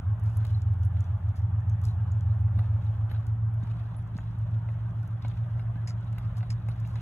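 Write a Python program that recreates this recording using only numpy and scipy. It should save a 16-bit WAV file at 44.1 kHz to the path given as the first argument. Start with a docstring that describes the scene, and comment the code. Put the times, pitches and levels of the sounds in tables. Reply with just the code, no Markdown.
"""Loping horse and idling engine

A horse lopes on soft sand across an outdoor arena: its impacts give dull thuds, small knocks, thin clinks of
steel and sprays of sand. The uneven firing of an unseen eight-cylinder engine makes a deep throbbing hum whose
balance shifts as the microphone turns. Close by, clothing and its fittings tick, chink and rustle; a light
breeze and distant air lie underneath."""
import sys
import numpy as np
from scipy import signal
from scipy.fft import rfft, irfft, next_fast_len
from scipy.io import wavfile
from scipy.ndimage import uniform_filter1d, map_coordinates

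SR = 44100
rng = np.random.default_rng(int(sys.argv[2]) if len(sys.argv) > 2 else 0)


def master_out(mix):
    """Clip the mix to full scale and print it as 16-bit PCM to the path in sys.argv[1]."""
    frames = np.transpose(np.atleast_2d(mix))
    ceiling = np.clip(frames, -1, 1)
    pcm = np.round(ceiling * 32767).astype(np.int16)
    wavfile.write(sys.argv[1], SR, pcm)


N = 309141

# the heaviest hoof of each stride, about two a second:
# (time [s], thud level [dB], its sand [dB], sand of the next hoof [dB], patter length [s])
STRIDES = [(0.412, -25, -62.5, -76.5, .2), (0.968, -50, -68.5, -73, 0.21), (1.5, -47, -78.5, -77, 0.23),
           (2.028, -50, -71.5, -79, 0.29), (2.568, -17, -65.5, -70.5, 0.29), (3.112, -23.5, -67, -89, 0.19),
           (3.627, -15.5, -64, -75.5, 0.3), (4.151, -14, -67.5, -76, 0.31), (4.686, -47, -72.5, -72, 0.29),
           (5.244, -19.5, -61.5, -71.5, 0.2), (5.754, -20, -70.5, -73.5, 0.44), (6.182, -38, -72, -72, 0.3),
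           (6.687, -26, -70.5, -61, 0.45)]
# hooves on firm ground: (time [s], body peak [dB], clack peak [dB], grit level [dB], body t60 [s])
KNOCKS = [(0.4495, -41.5, -63, -55, .025), (0.968, -42, -57, -63, .03), (2.481, -44, -68, -76, 0.025),
          (2.5899, -37, -56, -54, 0.048), (2.643, -45.5, -67, -76, 0.041), (3.1136, -35, -55, -55.5, 0.026),
          (3.147, -41.5, -54, -59, 0.045), (3.161, -40, -54.5, -63, 0.026), (4.186, -36, -50, -71, 0.029),
          (4.688, -40, -55, -67.5, 0.029), (5.248, -31.5, -51, -53.5, 0.041),
          (5.595, -41.5, -49, -67.5, 0.039), (5.756, -43, -61, -70, 0.066),
          (6.182, -39.5, -46.5, -60, 0.037), (6.407, -41, -50, -58, 0.022), (6.429, -38, -53, -57, 0.057),
          (6.687, -35.5, -48.5, -68, 0.036), (6.849, -63, -49.5, -63, 0.033), (6.957, -40, -66, -57, .025)]
# modes of a knock's dull body and of the hoof's hard rim: (frequency [Hz], level [dB])
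BODY_MODES = [(570, -1), (690, -1.5), (820, 1), (1000, -5), (1220, -3), (1560, -2), (1950, -4.5)]
RIM_MODES = [(2060, -6.5), (2370, -0.5), (2680, 2.5), (3900, -7.5)]
# modes of the steel: (frequency [Hz], level [dB], t60 [s])
STEEL_MODES = [(3960, 1, 0.15), (5030, -8, 0.11), (6700, -12.5, 0.12), (10500, -5.5, 0.14),
               (11530, -1, 0.058), (14430, -12, .13)]
# footfalls that ring the steel: (time [s], level [dB])
STEEL_CLINKS = [(2.5887, -57.5), (3.114, -57), (4.1864, -68), (5.5962, -64), (6.183, -60), (6.6857, -61)]

# engine speed: (time [s], four-stroke cycle rate [Hz])
CYCLE_RATE = [(0, 6.76), (1, 6.865), (2.4, 6.899), (2.8, 6.816), (3.8, 7.051), (4.4, 6.98), (5.4, 7.118),
              (6.7, 7.087), (7, 7.111)]
# arrival of an engine cycle over each of two paths: (first path [s], second path [s])
CYCLE_ARRIVALS = [.103, .058]
# exhaust lines: (order [multiple of the cycle rate], first path level [dB], second path level [dB])
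EXHAUST_LINES = [(7, -57, -57), (9, -49, -52), (10, -58, -54), (11, -58, -55), (12, -40, -52),
                 (13, -33, -48), (14, -50, -47), (15, -35, -40.5), (16, -29.7, -34), (17, -47, -49),
                 (18, -57, -60), (19, -56, -64), (22, -65, -53), (23, -53, -53), (24, -63, -62),
                 (25, -59, -60), (26, -60, -57)]
# the microphone turns between the paths: (time [s], second path over first [dB], hum gain [dB])
MICROPHONE_TURN = [(0, -34.5, 4), (2.6, -21, 3.5), (3.2, -12.5, 0.5), (3.5, -0.5, 2), (3.75, 21, 3),
                   (4.1, 11, 0), (4.52, 33, 7), (4.7, 10, 1.5), (7, 26.5, 4.5)]

# clear ticks of clothing and straps: (time [s], level [dB], pitch [Hz], half width [octaves], t60 [s])
CLOTH_TICKS = [(0.197, -57, 10700, 1.6, .025), (0.2377, -55, 10600, .2, 0.017),
               (0.334, -66, 11500, .6, .025), (0.3713, -41.5, 10200, 0.28, .013),
               (0.4505, -46.5, 6000, 2.9, 0.016), (0.4672, -48, 5600, 1.1, .012),
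               (0.619, -48, 6400, 0.2, 0.01), (0.738, -60.5, 7000, 2, 0.018),
               (0.85, -53.5, 10100, 0.21, 0.037), (1.0065, -48, 6300, .5, .014),
               (1.04, -62.5, 6100, 0.12, 0.037), (1.288, -57, 5800, .9, 0.013),
               (1.366, -56, 6200, 0.58, .025), (1.697, -49.5, 6500, .5, .01),
               (1.8165, -51, 11500, 1.2, .008), (1.839, -45.5, 8000, 1.3, .009),
               (1.8527, -38, 6400, .55, 0.0047), (2.117, -50.5, 6900, 0.23, 0.0073),
               (2.209, -50, 5000, .7, 0.0072), (2.405, -64.5, 10500, .12, .025),
               (2.849, -57.5, 6000, 1.4, 0.0089), (3.2668, -52, 7500, 1.4, 0.023),
               (3.539, -58, 13500, 0.47, 0.026), (3.636, -60, 6400, .2, .018),
               (4.167, -52, 4400, .35, 0.02), (4.178, -49.5, 6630, 0.31, 0.0098),
               (4.31, -66, 5200, 0.22, 0.029), (4.387, -58, 9300, .4, 0.015),
               (4.908, -61, 3500, 0.42, 0.014), (5.0755, -57.5, 10450, .9, .025),
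               (5.223, -53, 4000, 0.21, .022), (5.2825, -48, 6500, 0.67, 0.0084),
               (6.046, -61, 6000, 0.8, .01), (6.1275, -54, 5500, 1.2, 0.011), (6.184, -47, 9000, 1.1, .01),
               (6.3675, -57, 5000, 1.2, .015), (6.381, -56, 7000, 1, .015), (6.6865, -51, 5800, 1.2, 0.017),
               (6.8, -57, 6360, 1, 0.039), (6.875, -53, 7000, 1.2, .014), (6.956, -53, 5660, 0.39, .018)]
# rubs of cloth and scrapes of a sleeve: (time [s], level [dB], length [s])
CLOTH_RUBS = [(.245, -68, 0.18), (.47, -71, 0.17), (.83, -64, 0.029), (1.01, -75.5, 0.1),
              (1.355, -65, 0.05), (1.835, -61, 0.093), (4.17, -76, 0.046), (6.368, -59.5, 0.032),
              (5.027, -74, 0.054), (6.85, -68, 0.13)]
SLEEVE_SCRAPES = [(5.873, -47.5, 0.033), (6.5005, -47.5, 0.022)]
# chinks of small metal fittings: (time [s], level [dB], pitch [Hz])
FITTING_CHINKS = [(0.542, -54, 4110), (1.698, -67, 6330), (1.885, -55, 3980), (2.116, -67, 6750),
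                  (2.305, -60.5, 4020), (3.965, -61.5, 10300), (4.179, -67, 6800), (5.596, -68, 5030)]

# gusts at the microphone: (time [s], rise [dB], half length [s])
GUSTS = [(4.497, 4, .2), (6.28, 7.5, .2), (6.9, 7, 0.16)]
# the far rush and its hollow note: (time [s], level [dB])
RUSH_LEVEL = [(0.0, -53), (1.05, -53.5), (1.13, -54), (2.79, -54), (3.45, -53.5), (4.02, -55),
              (5.11, -54.5), (5.48, -53), (5.58, -53.5), (7.01, -53.5)]
HOLLOW_NOTE_LEVEL = [(0, -63.5), (1.4, -61), (2.1, -59), (3.1, -61.5), (4.2, -67), (7, -68)]

# noise spectrum of each source: (frequency [Hz], relative spectral density [dB])
GRIT_SPECTRUM = [(900, -18), (2000, -3.5), (2800, -3.5), (4000, 9.5), (5500, -14.5), (7000, -19),
                 (15000, -29)]
SAND_SPECTRUM = [(700, -10), (1600, 4.5), (2800, 4), (4100, 1.5), (5200, -8), (7000, -16), (11000, -15.5),
                 (15500, -31)]
EXHAUST_SPECTRUM = [(40, -21), (62, -11), (80, -6), (105, 2), (135, -8), (170, -8), (210, -16), (270, -21),
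                    (400, -29), (700, -68.5)]
CLOTH_SPECTRUM = [(700, -19), (1900, -3), (3000, 0), (5000, -0.5), (6800, -5), (8500, -6.5), (11000, -6),
                  (15000, -18.5)]
SLEEVE_SPECTRUM = [(900, -19), (1600, -9), (2050, 3), (2700, -7), (3600, -12), (5100, 2.5), (5900, -7),
                   (6700, -2.5), (8300, -13), (10000, -9), (12000, -32), (15000, -25)]
BREEZE_SPECTRUM = [(20, -27), (32, -11.5), (46, 0.5), (60, 4.5), (85, -10), (140, -31.5), (300, -75.5)]
AIR_SPECTRUM = [(150, -13.5), (300, -7.5), (460, -7), (600, 2.5), (800, 0), (1100, 0), (1600, -5),
                (2100, -14.5), (3300, -20.5), (4800, -34), (7000, -36.5), (11000, -35), (15500, -50)]
# likeness of left and right in every stereo noise: (frequency [Hz], coherence [ratio])
COHERENCE = [(100, 0.95), (290, 0.97), (450, 0.72), (700, 0.28), (1400, 0.53), (2500, 0.027), (5000, 1),
             (15000, 0.98)]


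def hoof_thuds(thud_hz=215, sink=0.38, t60=0.038, attack_s=0.011, gain_db=5):
    """Damped impact: a hoof gives the ground a short push whose pitch sinks as the sand yields."""
    track, t = np.zeros(N), np.arange(SR // 8) / SR
    glide = 1 + sink * (2 * np.exp(-t / 0.011) - 1)
    onset = (1 - np.exp(-t / attack_s)) ** 2
    for (s, db, *_), detune in zip(STRIDES, rng.standard_normal(len(STRIDES))):
        hz = thud_hz * (1 + 0.033 * detune) * glide
        add(track, s, amp(db + gain_db) * onset * decay(t, t60) * np.sin(2 * np.pi * np.cumsum(hz) / SR))
    return track


def hoof_knocks(attack_s=0.00017, grit_t60=0.044, echo_db=-25, echo_t60=0.3):
    """Modal ringing: a woody body and a rim clack, with a crunch of grit the trees reflect faintly."""
    rings, grit_level, t = np.zeros((2, N)), np.zeros(N), np.arange(SR // 6) / SR
    onset = 1 - np.exp(-t / attack_s)  # sand cushions the blow
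    crunch = onset * (decay(t, grit_t60) + amp(echo_db) * decay(t, echo_t60))

    def ring(modes, t60, scatter, side_radians):
        """Superposed modes, peak 1: each footfall meets new ground, so pitches and phases vary."""
        hz, mode_db = np.transpose(modes)[:, :, None]
        detune, start, *sides = rng.standard_normal((4, len(hz), 1))
        phase = 2 * np.pi * (hz * (1 + scatter * detune) * t + start) + side_radians * np.array(sides)
        pair = onset * decay(t, t60) * np.sum(amp(mode_db) * np.sin(phase), axis=1)
        return pair / np.abs(pair).max()

    for s, body_db, clack_db, grit_db, body_t60 in KNOCKS:
        body = amp(body_db) * ring(BODY_MODES, body_t60, scatter=0.099, side_radians=0.5)
        clack = amp(clack_db) * ring(RIM_MODES, t60=0.034, scatter=0.027, side_radians=0)
        for side, sound in zip(rings, body + clack):
            add(side, s, sound)
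        add(grit_level, s, amp(grit_db) * crunch)
    return rings + grit_level * stereo_noise(GRIT_SPECTRUM)


def sand_sprays(lead_s=0.036, next_hoof_s=0.28, clump_db=3):
    """Granular impacts: two hooves of each stride fling up sand, which patters back in clumps."""
    sprays = []
    for s, _, first_db, next_db, length in STRIDES:
        skim = s - lead_s  # the toe skims the sand before the hoof lands
        sprays += [(skim, first_db, length), (skim + next_hoof_s, next_db, length)]
    grains = stereo_noise(SAND_SPECTRUM, grain_db=9, patchy_db=4)
    return strokes(sprays, rise=0.099, fade_db=7.5) * amp(clump_db * wobble(150)) * grains


def steel_clinks(gain_db=-8, scatter_db=6):
    """Free vibration: steel, likely a horseshoe on grit, rings the same thin notes at some footfalls."""
    track, t = np.zeros(N), np.arange(SR // 4) / SR
    hz, mode_db, t60 = np.transpose(STEEL_MODES)[:, :, None]
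    modes = amp(mode_db) * decay(t, t60) * np.sin(2 * np.pi * hz * t)
    for s, db in STEEL_CLINKS:
        excitation = amp(db + gain_db + scatter_db * rng.standard_normal((len(hz), 1)))
        add(track, s, np.sum(excitation * modes, axis=0))
    return track


def engine(rough_db=-44, left_lead_s=0.00016):
    """Two-path interference: the turning microphone crossfades the hum's paths, over rough low noise."""
    rate, = curves(CYCLE_RATE)
    cycles = np.cumsum(rate) / SR
    balance_db, gain_db = curves(MICROPHONE_TURN)
    angle = np.arctan(amp(balance_db))
    paths = zip(CYCLE_ARRIVALS, np.transpose(EXHAUST_LINES)[1:], (np.cos(angle), np.sin(angle)))
    hum = np.zeros(N)
    for arrival, levels_db, weight in paths:
        hum += amp(gain_db) * weight * exhaust_hum(cycles - cycles[round(arrival * SR)], levels_db)
    pair = filtered(hum, lambda hz: np.exp(1j * np.pi * left_lead_s * np.array([hz, -hz])))
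    return pair + amp(rough_db) * stereo_noise(EXHAUST_SPECTRUM)


def exhaust_hum(cycles, levels_db, waver_db=1.8, wander_radians=0.21):
    """Beating: uneven firing gives lines at multiples of the cycle rate, whose sum throbs."""
    hum = np.zeros(N)
    for (order, *_), db in zip(EXHAUST_LINES, levels_db):
        # an echo cancels the hum just under the 14th line, and its sign flips across that notch
        sign = 1 if order >= 14 else -1
        # the muffler holds lines back longer the farther they lie from the 14th, which smears each throb
        smear = 0.028 * (order - 14) ** 2
        # weak lines wander most, as no two firings are equal
        drift = wander_radians * amp((max(levels_db) - db) / 2) * wobble(5.4)
        phase = 2 * np.pi * (order * cycles - smear) + drift
        hum += sign * amp(db + waver_db * wobble(2.535)) * np.cos(phase)
    return hum


def cloth_rubs():
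    """Friction noise: fibres rub for a moment in a grainy rustle."""
    fibres = amp(2.5 * wobble(200)) * stereo_noise(CLOTH_SPECTRUM, grain_db=6, patchy_db=2.5)
    return strokes(CLOTH_RUBS, rise=0.023, fade_db=12) * fibres


def cloth_ticks(gain_db=-3, tail_db=-20, tail_t60=0.05, crack_db=-11, crack_hz=4300, crack_octaves=0.47):
    """Noise transients: cloth and straps snap, each tick a bright band over a common crack."""
    track, t = np.zeros(N), np.arange(SR // 10) / SR
    band = lambda hz, centre, octaves: resonance(np.log2((hz + 1) / centre), octaves)
    for s, db, pitch_hz, octaves, t60 in CLOTH_TICKS + faint_ticks():
        envelope = decay(t, t60) + amp(tail_db) * decay(t, tail_t60)
        colour = lambda hz: band(hz, pitch_hz, octaves) + amp(crack_db) * band(hz, crack_hz, crack_octaves)
        snap = envelope * filtered(rng.standard_normal(len(t)), colour)
        add(track, s, amp(db + gain_db) * snap * np.linalg.norm(envelope) / np.linalg.norm(snap))
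    return track


def faint_ticks(per_second=6, count=64, octaves=0.7, t60=0.013):
    """Poisson process: stray ticks at random moments, as rows like those of CLOTH_TICKS."""
    times = np.cumsum(rng.exponential(size=count)) / per_second
    levels_db = rng.normal(-66.5, 2, count)
    pitches_hz = 7000 * 2 ** rng.normal(0, 0.43, count)
    return [(s, db, hz, octaves, t60) for s, db, hz in zip(times, levels_db, pitches_hz) if s < N / SR]


def fitting_chinks(t60=0.13, attack_s=0.0013, relative_width=0.013):
    """Narrow resonance: small loose metal parts rattle briefly, each around one pitch."""
    track, t = np.zeros(N), np.arange(SR // 8) / SR
    envelope = decay(t, t60) * (1 - np.exp(-t / attack_s))
    for s, db, pitch_hz in FITTING_CHINKS:
        rattle = rng.standard_normal(len(t))
        ring = unit_rms(filtered(rattle, lambda hz: resonance(hz / pitch_hz - 1, relative_width)))
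        add(track, s, amp(db) * envelope * ring)
    return track


def sleeve_scrapes():
    """Sliding friction: stiff fabric scrapes close to the microphone with a hollow, zipping colour."""
    envelope = strokes(SLEEVE_SCRAPES, rise=0.041, fade_db=9) * amp(2.3 * wobble(350))
    return envelope * stereo_noise(SLEEVE_SPECTRUM, grain_db=4.5)


def breeze(lull_db=-50, flutter_db=3):
    """Turbulence: moving air rumbles at the microphone and swells in gusts."""
    t = np.arange(N) / SR
    gust_db = sum(db * np.exp(-((t - s) / length) ** 2) for s, db, length in GUSTS)
    return amp(lull_db + gust_db + flutter_db * np.tanh(wobble(7.4))) * stereo_noise(BREEZE_SPECTRUM)


def far_rush(gain_db=-1, swell_db=0.63, note_hz=827, half_width_hz=100):
    """Broadband noise: distant air and roads rush, and one narrow band is heard as a hollow note."""
    rush_db, = curves(RUSH_LEVEL)
    note_db, = curves(HOLLOW_NOTE_LEVEL)
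    rush = stereo_noise(AIR_SPECTRUM, patchy_db=2.3)
    note = filtered(stereo_noise(AIR_SPECTRUM), lambda hz: resonance(hz - note_hz, half_width_hz))
    return amp(rush_db + gain_db + swell_db * wobble(3.8)) * rush + amp(note_db) * unit_rms(note)


def stereo_noise(spectrum, grain_db=0, patchy_db=0):
    """Partly coherent noise of rms 1: grain_db makes unequal grains, patchy_db adds short patches."""
    grains = rng.standard_normal((2, N)) * amp(grain_db * np.clip(rng.standard_normal(N), -2.5, 2.5))
    if patchy_db:
        cells = signal.stft(grains, nperseg=1024)[2]
        patches = rng.standard_normal(cells.shape[1:])
        for axis in (0, 1):  # smooth over frequency, then time
            patches = uniform_filter1d(patches, size=3, axis=axis)
        grains = signal.istft(cells * amp(patchy_db * unit_rms(patches)), nperseg=1024)[1][:, :N]

    def mid_and_side(hz):
        """Coherence divides the power between mid and side."""
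        angle = np.arccos(np.clip(log_interp(COHERENCE, hz), -1, 1)) / 2
        return amp(log_interp(spectrum, hz)) * [np.cos(angle), np.sin(angle)]

    mid, side = filtered(grains, mid_and_side)
    return unit_rms(np.array([mid + side, mid - side]))


def strokes(rows, rise, fade_db):
    """Envelope of (time [s], level [dB], length [s]) strokes; rise is a share of the length."""
    envelope = np.zeros(N)
    for s, db, length in rows:
        progress = np.arange(int(2 * length * SR)) / (length * SR)
        add(envelope, s, amp(db - fade_db * progress ** 2) * (1 - np.exp(-progress / rise)))
    return envelope


def amp(db):
    """Amplitude ratio of a level in decibels."""
    return 10 ** (np.asarray(db) / 20)


def decay(t, t60):
    """Exponential damping: 60 dB in t60 seconds."""
    return amp(-60 * t / t60)


def resonance(offset, half_width):
    """Lorentzian peak: 1 at the centre, a half at half_width."""
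    return 1 / (1 + (offset / half_width) ** 2)


def unit_rms(x):
    """Normalisation to rms 1."""
    return x / np.sqrt(np.mean(x ** 2) + 1e-20)


def log_interp(points, hz):
    """Interpolation of (frequency [Hz], value) points on a log axis."""
    frequencies, values = np.transpose(points)
    return np.interp(np.log(hz + 1), np.log(frequencies + 1), values)


def curves(rows):
    """Linear interpolation: one value per sample for each column after the time."""
    times, *columns = np.transpose(rows)
    return [np.interp(np.arange(N) / SR, times, column) for column in columns]


def wobble(rate):
    """Random modulation: a smooth curve with rate knots a second."""
    knots = rng.standard_normal(512)
    coarse = np.arange(0, N + 64, 64)
    return np.interp(np.arange(N), coarse, map_coordinates(knots, [coarse * rate / SR], mode="mirror"))


def filtered(x, response):
    """Linear filtering: the spectrum of x times a frequency response."""
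    size = next_fast_len(x.shape[-1] + SR // 8)
    return irfft(rfft(x, size) * response(np.fft.rfftfreq(size, 1 / SR)), size)[..., :x.shape[-1]]


def add(track, s, sound):
    """Superposition of a sound on a track at s seconds."""
    part = track[max(round(s * SR), 0):][:len(sound)]
    part += sound[:len(part)]


def scene():
    """Superposition: engine and thuds lie just right of centre; air and sand are wide."""
    centre = (engine() + hoof_thuds()) * amp([[-0.25], [0.25]])
    background = breeze() + far_rush()
    ground = hoof_knocks() + sand_sprays()
    cloth = cloth_rubs() + cloth_ticks()
    metal = fitting_chinks() + steel_clinks()
    return centre + background + ground + cloth + metal + sleeve_scrapes()


def record(dry, lag_s=0.0002223, split_hz=2200, top_hz=15800):
    """Phase difference: the recorder's processing pulls the treble of the two channels apart, below a steep
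    band limit."""
    half_phase = lambda hz: np.pi * lag_s * np.maximum(hz - split_hz, 0)
    low_pass = lambda hz: 1 / (1 + (hz / top_hz) ** 100)
    return filtered(dry, lambda hz: np.exp(1j * half_phase(hz) * [[1], [-1]]) * low_pass(hz))


dry = scene()
out = record(dry)
master_out(out)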